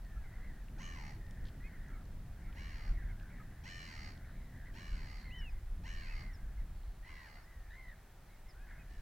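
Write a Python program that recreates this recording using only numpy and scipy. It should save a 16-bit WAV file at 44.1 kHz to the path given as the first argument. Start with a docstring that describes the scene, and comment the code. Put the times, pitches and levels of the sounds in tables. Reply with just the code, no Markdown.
"""A windy salt marsh with a gull colony. One gull close on the right repeats a harsh fluttering cry, a sum
of overtones whose pitch and level pulse with the voice membranes and are coloured by throat and bill.
Others answer from farther off with fewer overtones, over a crowd of overlapping cries. Small waders whistle
and chip as gliding near sines; noise bursts make dry ticks and, overlapping, one short broad squawk.
Wind rumbles on the microphone as shaped noise in lumps, over a soft hiss."""
import sys
import numpy as np
from scipy import signal
from scipy.fft import rfft, irfft
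from scipy.io import wavfile
from scipy.ndimage import uniform_filter1d

SR = 44100
rng = np.random.default_rng(int(sys.argv[2]) if len(sys.argv) > 2 else 0)


def to_linear_factor(level_db):
    """Convert decibel levels (scalar or array-like) to linear amplitude factors."""
    exponent = np.asarray(level_db, float) / 20
    return 10 ** exponent


def wav_record(signal):
    """Record a signal, one row per channel, as 16-bit PCM in the file named by sys.argv[1]."""
    frames = np.transpose(np.atleast_2d(signal))
    bounded = np.clip(frames, -1, 1)
    # unit amplitude maps onto the largest positive 16-bit level
    quanta = np.round(bounded * 32767).astype(np.int16)
    wavfile.write(sys.argv[1], SR, quanta)


N = 397341

# overtones of a far voice: multiple (of the strongest overtone's pitch), level_db
FAR_OVERTONES = [(.5, -13.5), (1, 3.5), (1.5, -21), (2, -21)]


def in_time(rows, t):
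    """Linear interpolation: the columns of a table read at the times t."""
    s, *columns = np.transpose(rows)
    return [np.interp(t, s, column) for column in columns]


def at_hz(points, hz):
    """Spectral envelope: levels interpolated on a log-frequency axis."""
    points_hz, points_db = np.transpose(points)
    return np.interp(np.log(hz), np.log(points_hz), points_db)


def bump(hz, centre_hz, width):
    """Resonance: a bell shape 0-1 on a log-frequency axis."""
    return np.exp(-.5 * (np.log(hz / centre_hz) / width) ** 2)


def drift(rate_hz, size):
    """Random modulation: white noise through a two-pole low-pass, scaled to spread 1."""
    r = np.exp(-2 * np.pi * rate_hz / SR)
    settle = 9000
    slow = signal.lfilter([1], [1, -2 * r, r * r], rng.standard_normal(size + settle))[settle:]
    return slow / slow.std()


def coloured(spectrum, shape):
    """Spectral shaping: white noise bent to a spectrum, rms 1."""
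    hz = np.maximum(np.arange(N // 2 + 1) * SR / N, 1)
    noise = irfft(rfft(rng.standard_normal(shape)) * to_linear_factor(at_hz(spectrum, hz)), N)
    return noise / noise.std()


def span(rows):
    """Amplitude window: first sample, times and soft-edged window of a call."""
    first = int(rows[0][0] * SR)
    t = np.arange(first, min(int(rows[-1][0] * SR), N)) / SR
    return first, t, np.clip(np.minimum(t - t[0], t[-1] - t) / 0.0062, 0, 1)


def flutter(per_s, unsteady):
    """Phase accumulation: position 0-1 within each flutter of the voice membranes."""
    rate = per_s * (1 + unsteady * drift(25, size=len(per_s)))
    return (rng.random() + np.cumsum(rate) / SR) % 1


def hiss():
    """Partial coherence: smooth noise of far water and microphone, less alike left and right in the treble."""
    # noise spectrum: frequency_hz, density_db (relative, per Hz)
    hiss_spectrum = [(210, -14.5), (350, 0), (466, -6), (740, -1), (1000, -6), (1800, -6), (2820, -14),
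                     (7330, -18.5), (15000, -19.5), (15700, -16)]
    # left-right coherence: frequency_hz, likeness (0-1)
    side_likeness = [(400, 0.8), (1400, 0.92), (2400, 0.78), (4000, 0.66), (5500, 0.12), (9000, 0.096)]
    mid, side = rfft(coloured(hiss_spectrum, (2, N)))
    hz = np.maximum(np.arange(len(mid)) * SR / N, 1)
    alike = np.clip(at_hz(side_likeness, hz), 0, 1)
    pair = np.sqrt(1 + alike) * mid + np.sqrt(1 - alike) * side * [[1], [-1]]
    return to_linear_factor(-68.5) * irfft(pair, N)      # the pair is 3 dB above rms 1 before this gain


def wind():
    """Turbulent pressure on the microphone: lumpy low noise that reaches both channels alike."""
    # rumble: time_s, level_db (before thuds and drift)
    rumble = [(0, -47.5), (1, -46), (2, -48), (2.8, -44.5), (3, -39), (3.28, -43.5), (3.36, -49.5),
              (4.2, -51), (4.8, -48.5), (5.2, -42), (6.3, -43), (6.9, -43.5), (7.27, -53.5), (7.55, -47.5),
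              (8.1, -56.5), (8.6, -54), (9.01, -45)]
    # finer buffeting, calming as the microphone moves into shelter: time_s, level_db (before thuds and drift)
    buffeting = [(0, -54.5), (2.3, -53), (3.1, -54), (3.5, -55.5), (4.5, -54.5), (4.9, -51.5), (5.6, -59),
                 (6.3, -57), (6.95, -60), (7.25, -63.5), (8.5, -66), (9.01, -59.5)]
    # rumble spectrum: frequency_hz, density_db (relative, per Hz)
    gust_spectrum = [(8.8, -42.5), (15, 4.5), (39, 5.5), (100, -15.5), (130, -25.5), (220, -120)]
    # buffeting spectrum: frequency_hz, density_db (relative, per Hz)
    buffet_spectrum = [(35, -43), (60, -6), (86, -4.5), (188, -11.5), (464, -31.5), (700, -31), (910, -89),
                       (1540, -120)]
    # single thuds of air: time_s, swell_db (of the rumble)
    air_thuds = [(.17, 6.1), (.93, 3.4), (1.78, 6.1), (2.91, 11), (4.92, 7.2), (5.17, 2), (6.35, 3),
                 (7.58, 5), (8.46, 8.7)]
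    thud_spread_s = 0.02
    t = np.arange(N) / SR
    thuds_db = sum(db * np.exp(-.5 * ((t - s) / thud_spread_s) ** 2) for s, db in air_thuds)
    gust_db = in_time(rumble, t)[0] + thuds_db + 1.5 * drift(4.9, size=N)
    buffet_db = in_time(buffeting, t)[0] + 0.19 * thuds_db + 1.87 * drift(6.5, size=N)
    return to_linear_factor(gust_db) * coloured(gust_spectrum, N) + to_linear_factor(buffet_db) * coloured(buffet_spectrum, N)


def ticks_and_squawk():
    """Damped noise: each burst is band-passed around a centre and dies exponentially."""
    # dry ticks nearby, and a short broad squawk at 1.45-1.5 s made of three overlapping noise bursts:
    # start_s, peak_db, centre_hz, t60_s (60 dB decay, before the band-pass)
    burst_rows = [(.048, -60, 4800, 0.0078), (.684, -54, 2400, 0.011), (1.267, -61, 3700, 0.0086),
                  (1.31, -49, 5500, 0.006), (1.41, -63, 4660, .01), (1.443, -60, 8300, .006),
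                  (1.453, -55, 3600, 0.059), (1.468, -56, 3600, .055), (1.484, -55, 3480, .05),
                  (1.884, -60, 6200, .006), (2.054, -60, 4400, .01), (2.527, -55, 2400, .02),
                  (3.198, -54, 2970, 0.019), (3.229, -61, 5200, .0068), (4.176, -58.5, 4000, 0.013),
                  (6.833, -62, 3356, .008)]
    out, t = np.zeros(N), np.arange(1500) / SR
    for s, peak_db, hz, t60 in burst_rows:
        burst = rng.standard_normal(len(t)) * to_linear_factor(-60 * t / max(t60, .002))
        # louder bursts are wider: 0.6 octaves at -57.5 dB
        octaves = np.clip(.6 * to_linear_factor(.85 * (peak_db + 57.5)), .1, 2.4)
        half = 2 ** (octaves / 2)
        band = signal.butter(2, [hz / half, hz * half], "band", fs=SR, output="sos")
        burst = signal.sosfilt(band, burst)
        first = int(s * SR)
        out[first:first + len(t)] += to_linear_factor(peak_db) * burst / abs(burst).max()
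    return out


def far_cry(hz, overtones, depth, rough, swing):
    """Amplitude and frequency modulation: a gull voice thinned by distance to few throbbing overtones."""
    cycle = flutter(np.full(len(hz), rng.uniform(62.27, 88.6)), unsteady=0.031)
    hz = hz * (1 - swing * np.cos(np.pi * cycle) + rough * drift(261, size=len(hz)))
    phase = 2 * np.pi * np.cumsum(hz) / SR
    tone = sum(to_linear_factor(db) * np.sin(k * phase) for k, db in overtones)
    throb = 1 - depth * np.cos(np.pi * cycle) ** 2
    return 1.42 * tone * throb * to_linear_factor(1.26 * drift(30, size=len(hz)))     # rms near 1


def colony(count=280):
    """Superposition: many short arched cries at chance moments, pitches, lengths and distances."""
    # the crowd of gulls too far to tell apart: time_s, level_db
    crowd_level = [(0, -87), (.35, -68), (1.3, -76), (1.9, -64.5), (2.15, -80), (2.45, -67), (3.3, -62.5),
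                   (3.6, -72.5), (4.65, -65), (5.5, -70.5), (5.75, -80.5), (6.45, -68.5), (6.9, -96),
                   (7.5, -73.5), (8.1, -91), (8.45, -88), (8.7, -62.5), (9.01, -84)]
    out = np.zeros(N + SR)
    for when, pitch, length, distance in rng.random((count, 4)):
        along = np.linspace(0, 1, int((0.0584 + .22 * length) * SR))
        hz = (1500 + 700 * pitch) * (.84 + .16 * np.sin(np.pi * along ** .6))
        first = int(when * (N + SR // 2))
        cry = far_cry(hz, FAR_OVERTONES, depth=.9, rough=.06, swing=.035)
        out[first:first + len(along)] += to_linear_factor(-8 * distance) * abs(np.sin(np.pi * along)) * cry
    out = out[SR // 2:SR // 2 + N]
    # even out the crowd before its own level curve
    out = out / np.sqrt(uniform_filter1d(out ** 2, size=15000) + 0.061)
    return to_linear_factor(in_time(crowd_level, np.arange(N) / SR)[0]) * out


def answer(s, rise, length, hz, db):
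    """Pitch contour: corners (s, Hz, dB) of a far cry that climbs, sags and breaks off downward."""
    rise_per_s, sag_per_s = 1.8, .65        # shares of the top pitch per s
    drop, drop_s = 0.167, 0.0453            # the break: share of the top pitch, s
    start_db, end_db = -3.5, -5
    held = max(length - rise - drop_s, .001)
    sagged = hz * (1 - sag_per_s * held)
    dropped = sagged - hz * drop * (length - rise - held) / drop_s
    return [(s, hz * (1 - rise_per_s * rise), db + start_db), (s + rise, hz, db),
            (s + rise + held, sagged, db), (s + length, dropped, db + end_db)]


def far_gulls():
    """Modulated overtones: single answering cries, arched ones and hoarse nearly level ones."""
    # arched cries: start_s, rise_s (to the top), length_s, top_pitch_hz (strongest overtone), level_db
    arched_cries = [(.04, .012, 0.24, 1860, -71), (0.159, 0.022, .03, 1370, -65),
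                    (0.296, 0.0092, 0.16, 1443, -78), (.33, 0.036, .05, 2110, -68),
                    (.4, 0.048, 0.13, 2100, -66), (0.529, 0.011, .13, 1930, -72),
                    (1.6, 0.082, 0.1, 2200, -63), (1.679, 0.062, .1, 2110, -70.5),
                    (1.929, 0.02, 0.054, 2250, -64.5), (2.485, .025, 0.026, 1397, -65),
                    (2.947, .012, .1, 1856, -69.5), (3.086, 0.021, 0.047, 2170, -64.5),
                    (3.325, 0.021, 0.094, 1956, -68), (3.392, 0.019, 0.037, 1290, -63.5),
                    (4.646, 0.033, 0.066, 2050, -66), (5.24, 0.011, 0.2, 2117, -60.5),
                    (5.409, 0.009, 0.054, 2250, -66), (6.112, 0.068, 0.24, 2186, -64.5),
                    (6.37, 0.016, 0.066, 2150, -71), (6.57, 0.017, 0.067, 2110, -69.5),
                    (7.024, .065, .27, 2100, -61.5), (7.361, .012, 0.075, 1460, -70),
                    (7.419, 0.068, 0.34, 2010, -71), (7.698, 0.082, 0.25, 2118, -61.5),
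                    (7.94, .012, .06, 2130, -73), (8.078, .03, .2, 1520, -83),
                    (8.281, 0.045, 0.11, 2220, -73.5), (8.46, .012, 0.09, 2102, -71.5),
                    (8.541, 0.1, 0.15, 1716, -66.5), (8.699, 0.061, 0.12, 2200, -70),
                    (8.881, .04, 0.15, 1803, -71)]
    # bands of hoarse cries, one row a band, some cries have two: start_s, length_s, band_centre_hz, level_db
    hoarse_bands = [(0.238, 0.11, 2030, -64), (1.2, 0.29, 1860, -64), (1.79, 0.11, 1780, -66),
                    (1.888, .14, 1363, -63.5), (3.16, 0.19, 1700, -76), (4.173, 0.27, 1720, -73),
                    (4.251, 0.23, 4040, -77.5), (5.198, 0.13, 4350, -69), (6.754, 0.22, 4320, -79),
                    (7.699, 0.069, 1835, -59), (7.702, 0.056, 3880, -71), (7.879, 0.058, 1902, -60),
                    (7.88, 0.041, 3910, -75), (8.277, .1, 3970, -79), (8.68, 0.126, 1500, -67)]
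    hoarse_sag, hoarse_end_db = .04, -2     # share of the pitch lost by the end, dB
    out = np.zeros(N)
    arched = [answer(*row) for row in arched_cries]
    hoarse = [[(s, hz, db), (s + length, hz * (1 - hoarse_sag), db + hoarse_end_db)]
              for s, length, hz, db in hoarse_bands]
    kinds = ((arched, FAR_OVERTONES, .018, .025), (hoarse, [(1, 0)], .045, .035))
    for contours, overtones, rough, swing in kinds:
        for rows in contours:
            first, t, edge = span(rows)
            hz, level_db = in_time(rows, t)
            voice = far_cry(hz, overtones, depth=0.61, rough=rough, swing=swing)
            out[first:first + len(t)] += to_linear_factor(level_db) * edge * voice
    return out


def whistle(s, rise, length, hz, db):
    """Pitch contour: corners (s, Hz, dB) of a whistle that shoots up and bends over ever faster."""
    arch_per_s, start_db, end_db = 1.05, -6, -2
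    arch = arch_per_s * length              # longer whistles arch deeper (share of the top pitch)
    after = np.linspace(0, length - rise, 8)
    share = after / after[-1]
    swell_db = end_db * (2 * share - 1) ** 2
    climb = [(s, hz * (1 - arch), db + start_db), (s + rise / 2, hz * (1 - arch / 4), db + end_db)]
    return climb + list(zip(s + rise + after, hz * (1 - arch * share ** 2.4), db + swell_db))


def chip(s, hz, db):
    """Linear glide: corners (s, Hz, dB) of a chip that slides straight down at a steady level."""
    length_s, fall_hz = 0.035, 850
    return [(s, hz, db), (s + length_s, hz - fall_hz, db)]


def shore_birds():
    """Frequency modulation: near sines with a slight waver follow the notes of small waders."""
    # clear arched whistles: start_s, rise_s (to the top), length_s, top_pitch_hz, level_db
    whistle_rows = [(1.635, .02, 0.045, 2520, -61), (5.302, .045, 0.2, 3050, -54.5),
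                    (6.061, 0.05, 0.089, 2620, -57.5), (8.597, .045, .06, 2560, -72),
                    (8.783, .012, 0.048, 2530, -65)]
    # falling chips: start_s, first_pitch_hz, level_db
    chip_rows = [(5.38, 5860, -65.5), (5.49, 5500, -74), (6.33, 5780, -64), (7.425, 5600, -74),
                 (8.485, 5500, -65.5)]
    out = np.zeros(N)
    for rows in [whistle(*row) for row in whistle_rows] + [chip(*row) for row in chip_rows]:
        first, t, edge = span(rows)
        hz, level_db = in_time(rows, t)
        hz = uniform_filter1d(hz, size=300) * (1 + 0.0051 * drift(45, size=len(t)))
        out[first:first + len(t)] += to_linear_factor(level_db) * edge * np.sin(2 * np.pi * np.cumsum(hz) / SR)
    return out


def near_gull():
    """Source and filter: each flutter slides the pitch up and opens and shuts the voice; throat and bill
    resonances colour the overtones."""
    # one row a cry: start_s, length_s, level_db, brightness_db_per_octave (before gape), lowest_overtone_db
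    near_cries = [(0.779, .4, -49, -4.5, 2), (2.548, .42, -51, -5, -5), (3.634, 0.53, -47.5, -3, -5),
                  (4.735, 0.54, -51.5, -3, -0.5), (5.833, .46, -48.5, -5, -7.5),
                  (7.046, 0.41, -54, -5, -0.5), (8.871, 0.42, -66, 0, -4)]
    # throat response: frequency_hz, level_db
    throat = [(500, -41), (800, -7), (1150, -3.5), (1450, -3.5), (1750, 1.5), (1950, 6.5), (2300, -4.5),
              (2600, -10), (3000, -2.5), (3550, -19), (4300, -6), (6200, -15.5), (7300, -9.5), (8000, -16),
              (10000, -38)]
    # pitch arch: share_of_length, share_of_top_pitch (before fall_power)
    pitch_arch = [(0, .64), (.05, .8), (.14, 1.0), (.4, .975), (.65, 0.75), (.85, .74), (1, 0.48)]
    # lower bill resonance as the bill closes: share_of_length, frequency_hz, level_db (before gape)
    lower_bill = [(0, 4300, 10.5), (.2, 4250, 8.5), (.5, 4450, 11), (.8, 4556, 14), (1, 4400, 10)]
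    # upper resonance, following how wide it gapes: time_s, frequency_hz
    upper_gape = [(.77, 6042), (.86, 6370), (.95, 5800), (1.15, 5800), (2.56, 5610), (2.73, 5500),
                  (2.96, 5670), (3.65, 5740), (3.84, 5470), (4.15, 5520), (4.8, 5500), (5.0, 5270),
                  (5.27, 5600), (5.85, 5640), (5.91, 6070), (5.99, 5100), (6.29, 5540), (7.05, 5380)]
    attack_s, attack_db, sag_db, release_s, release_db = 0.036, -7.5, -3.0, .08, -14.5
    swing, depth, breath = .065, .95, .28           # pitch slide, level flutter, random level per overtone
    rough_start, rough_end = .018, .036             # pitch unsteadiness grows through the cry
    fall_power = 1.22                               # steepness of the pitch fall after the top
    gape_brightens, gape_shifts_db = 1.6, 8         # per kHz of gape: dB per octave, dB from lower to upper
    upper_db, half_db, closing_db, tail_db = 6.0, 2.0, -10.0, 8.0
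    flutter_end = 66                                # flutters per s
    out = np.zeros(N)
    for s, length, db, bright_db, low_db in near_cries:
        # the level swells in, sags, then dies away
        end = s + length
        rows = [(s, db + attack_db), (s + attack_s, db), (end - release_s, db + sag_db),
                (end, db + sag_db + release_db)]
        first, t, edge = span(rows)
        level_db, = in_time(rows, t)
        along = (t - t[0]) / length
        lower_hz, lower_db = in_time(lower_bill, along)
        upper_hz, = in_time(upper_gape, t)
        gape = (upper_hz - 5600) / 1000             # kHz
        # louder cries reach higher and start fluttering faster; all slow down
        top_hz = max(1176.4 + 11.0 * (db + 50), 1133)
        flutter_start = max(89 + 1.8 * (db + 50), flutter_end + 6)
        cycle = flutter(flutter_start + (flutter_end - flutter_start) * along, unsteady=.035)
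        rough = rough_start + (rough_end - rough_start) * np.sqrt(along)
        grown = np.clip((t - t[0]) / 0.0414, 0, 1) ** 2     # the cry opens on a clear note
        hz = top_hz * in_time(pitch_arch, along)[0] ** np.where(along > .14, fall_power, 1)
        slide = swing * grown * (.5 + along) * np.cos(np.pi * cycle)
        hz = hz * (1 - slide + rough * drift(310.0, size=len(t)))
        phase = 2 * np.pi * np.cumsum(hz) / SR
        lowest_db = low_db * grown + tail_db * along ** 6   # the lowest whole overtone outlasts the rest
        slope_db = bright_db + gape_brightens * gape
        tone = 0
        for k in np.arange(1, 23) / 2:              # strong-weak pulses add lines halfway between
            line_hz = k * hz
            bill_db = (lower_db - gape_shifts_db * gape) * bump(line_hz, lower_hz, .06)
            bill_db = bill_db + (upper_db + gape_shifts_db * gape) * bump(line_hz, upper_hz, .065)
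            # this band fades as the bill closes
            bill_db = bill_db + closing_db * along * bump(line_hz, 3150, 0.084)
            gain = to_linear_factor(at_hz(throat, line_hz) + slope_db * np.log2(line_hz / 2000) + bill_db)
            if k % 1:
                gain = gain * grown * to_linear_factor(half_db)
            elif k == 1:
                gain = gain * to_linear_factor(lowest_db)
            tone = tone + gain * np.sin(k * phase) * (1 + breath * drift(330, size=len(t)))
        tone = tone * (1 - depth * grown * np.cos(np.pi * cycle) ** 2)
        loudness = np.sqrt(uniform_filter1d(tone ** 2, size=1200))
        out[first:first + len(t)] += to_linear_factor(level_db) * edge * tone / loudness
    return out


def from_the_right(x):
    """Interaural cues: the left side hears it later and duller; the pair is then narrowed."""
    lag_s, shadow_db, shadow_hz, pair_width = 0.000325, -5, 4000, .32     # lag and shadow before narrowing
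    late = np.interp(np.arange(N) - lag_s * SR, np.arange(N), x)
    treble = signal.sosfilt(signal.butter(1, shadow_hz, "high", fs=SR, output="sos"), late)
    late = late - (1 - to_linear_factor(shadow_db)) * treble
    return (late + x) / 2 + pair_width * (late - x) / 2 * np.array([[1], [-1]])


def open_ground(x, wet_db):
    """Diffuse reflection: convolution with scattered echoes off mud banks, other ones on each side."""
    t = np.arange(SR // 4) / SR
    tail = rng.standard_normal((2, len(t))) * to_linear_factor(-60 * t / 0.18) * (t > .004)
    tail = tail / np.sqrt((tail ** 2).sum(axis=1, keepdims=True))
    return to_linear_factor(wet_db) * signal.fftconvolve(x[None], tail, axes=1)[:, :N]


def scene():
    """Superposition: all birds with their echoes, noise bursts, wind and hiss in two channels."""
    near = near_gull()
    ahead = far_gulls() + colony() + shore_birds()
    echoes = open_ground(near, wet_db=-11) + open_ground(ahead, wet_db=-17.5)
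    birds = from_the_right(near) + ahead + echoes
    return birds + ticks_and_squawk() + wind() + hiss()


def roll_off(x):
    """The treble ends steeply here."""
    return signal.sosfilt(signal.butter(12, 15880, fs=SR, output="sos"), x)


def record(dry):
    """Transmission: the finished two-channel mix passes on to the output."""
    return roll_off(dry)


dry = scene()
out = record(dry)
wav_record(out)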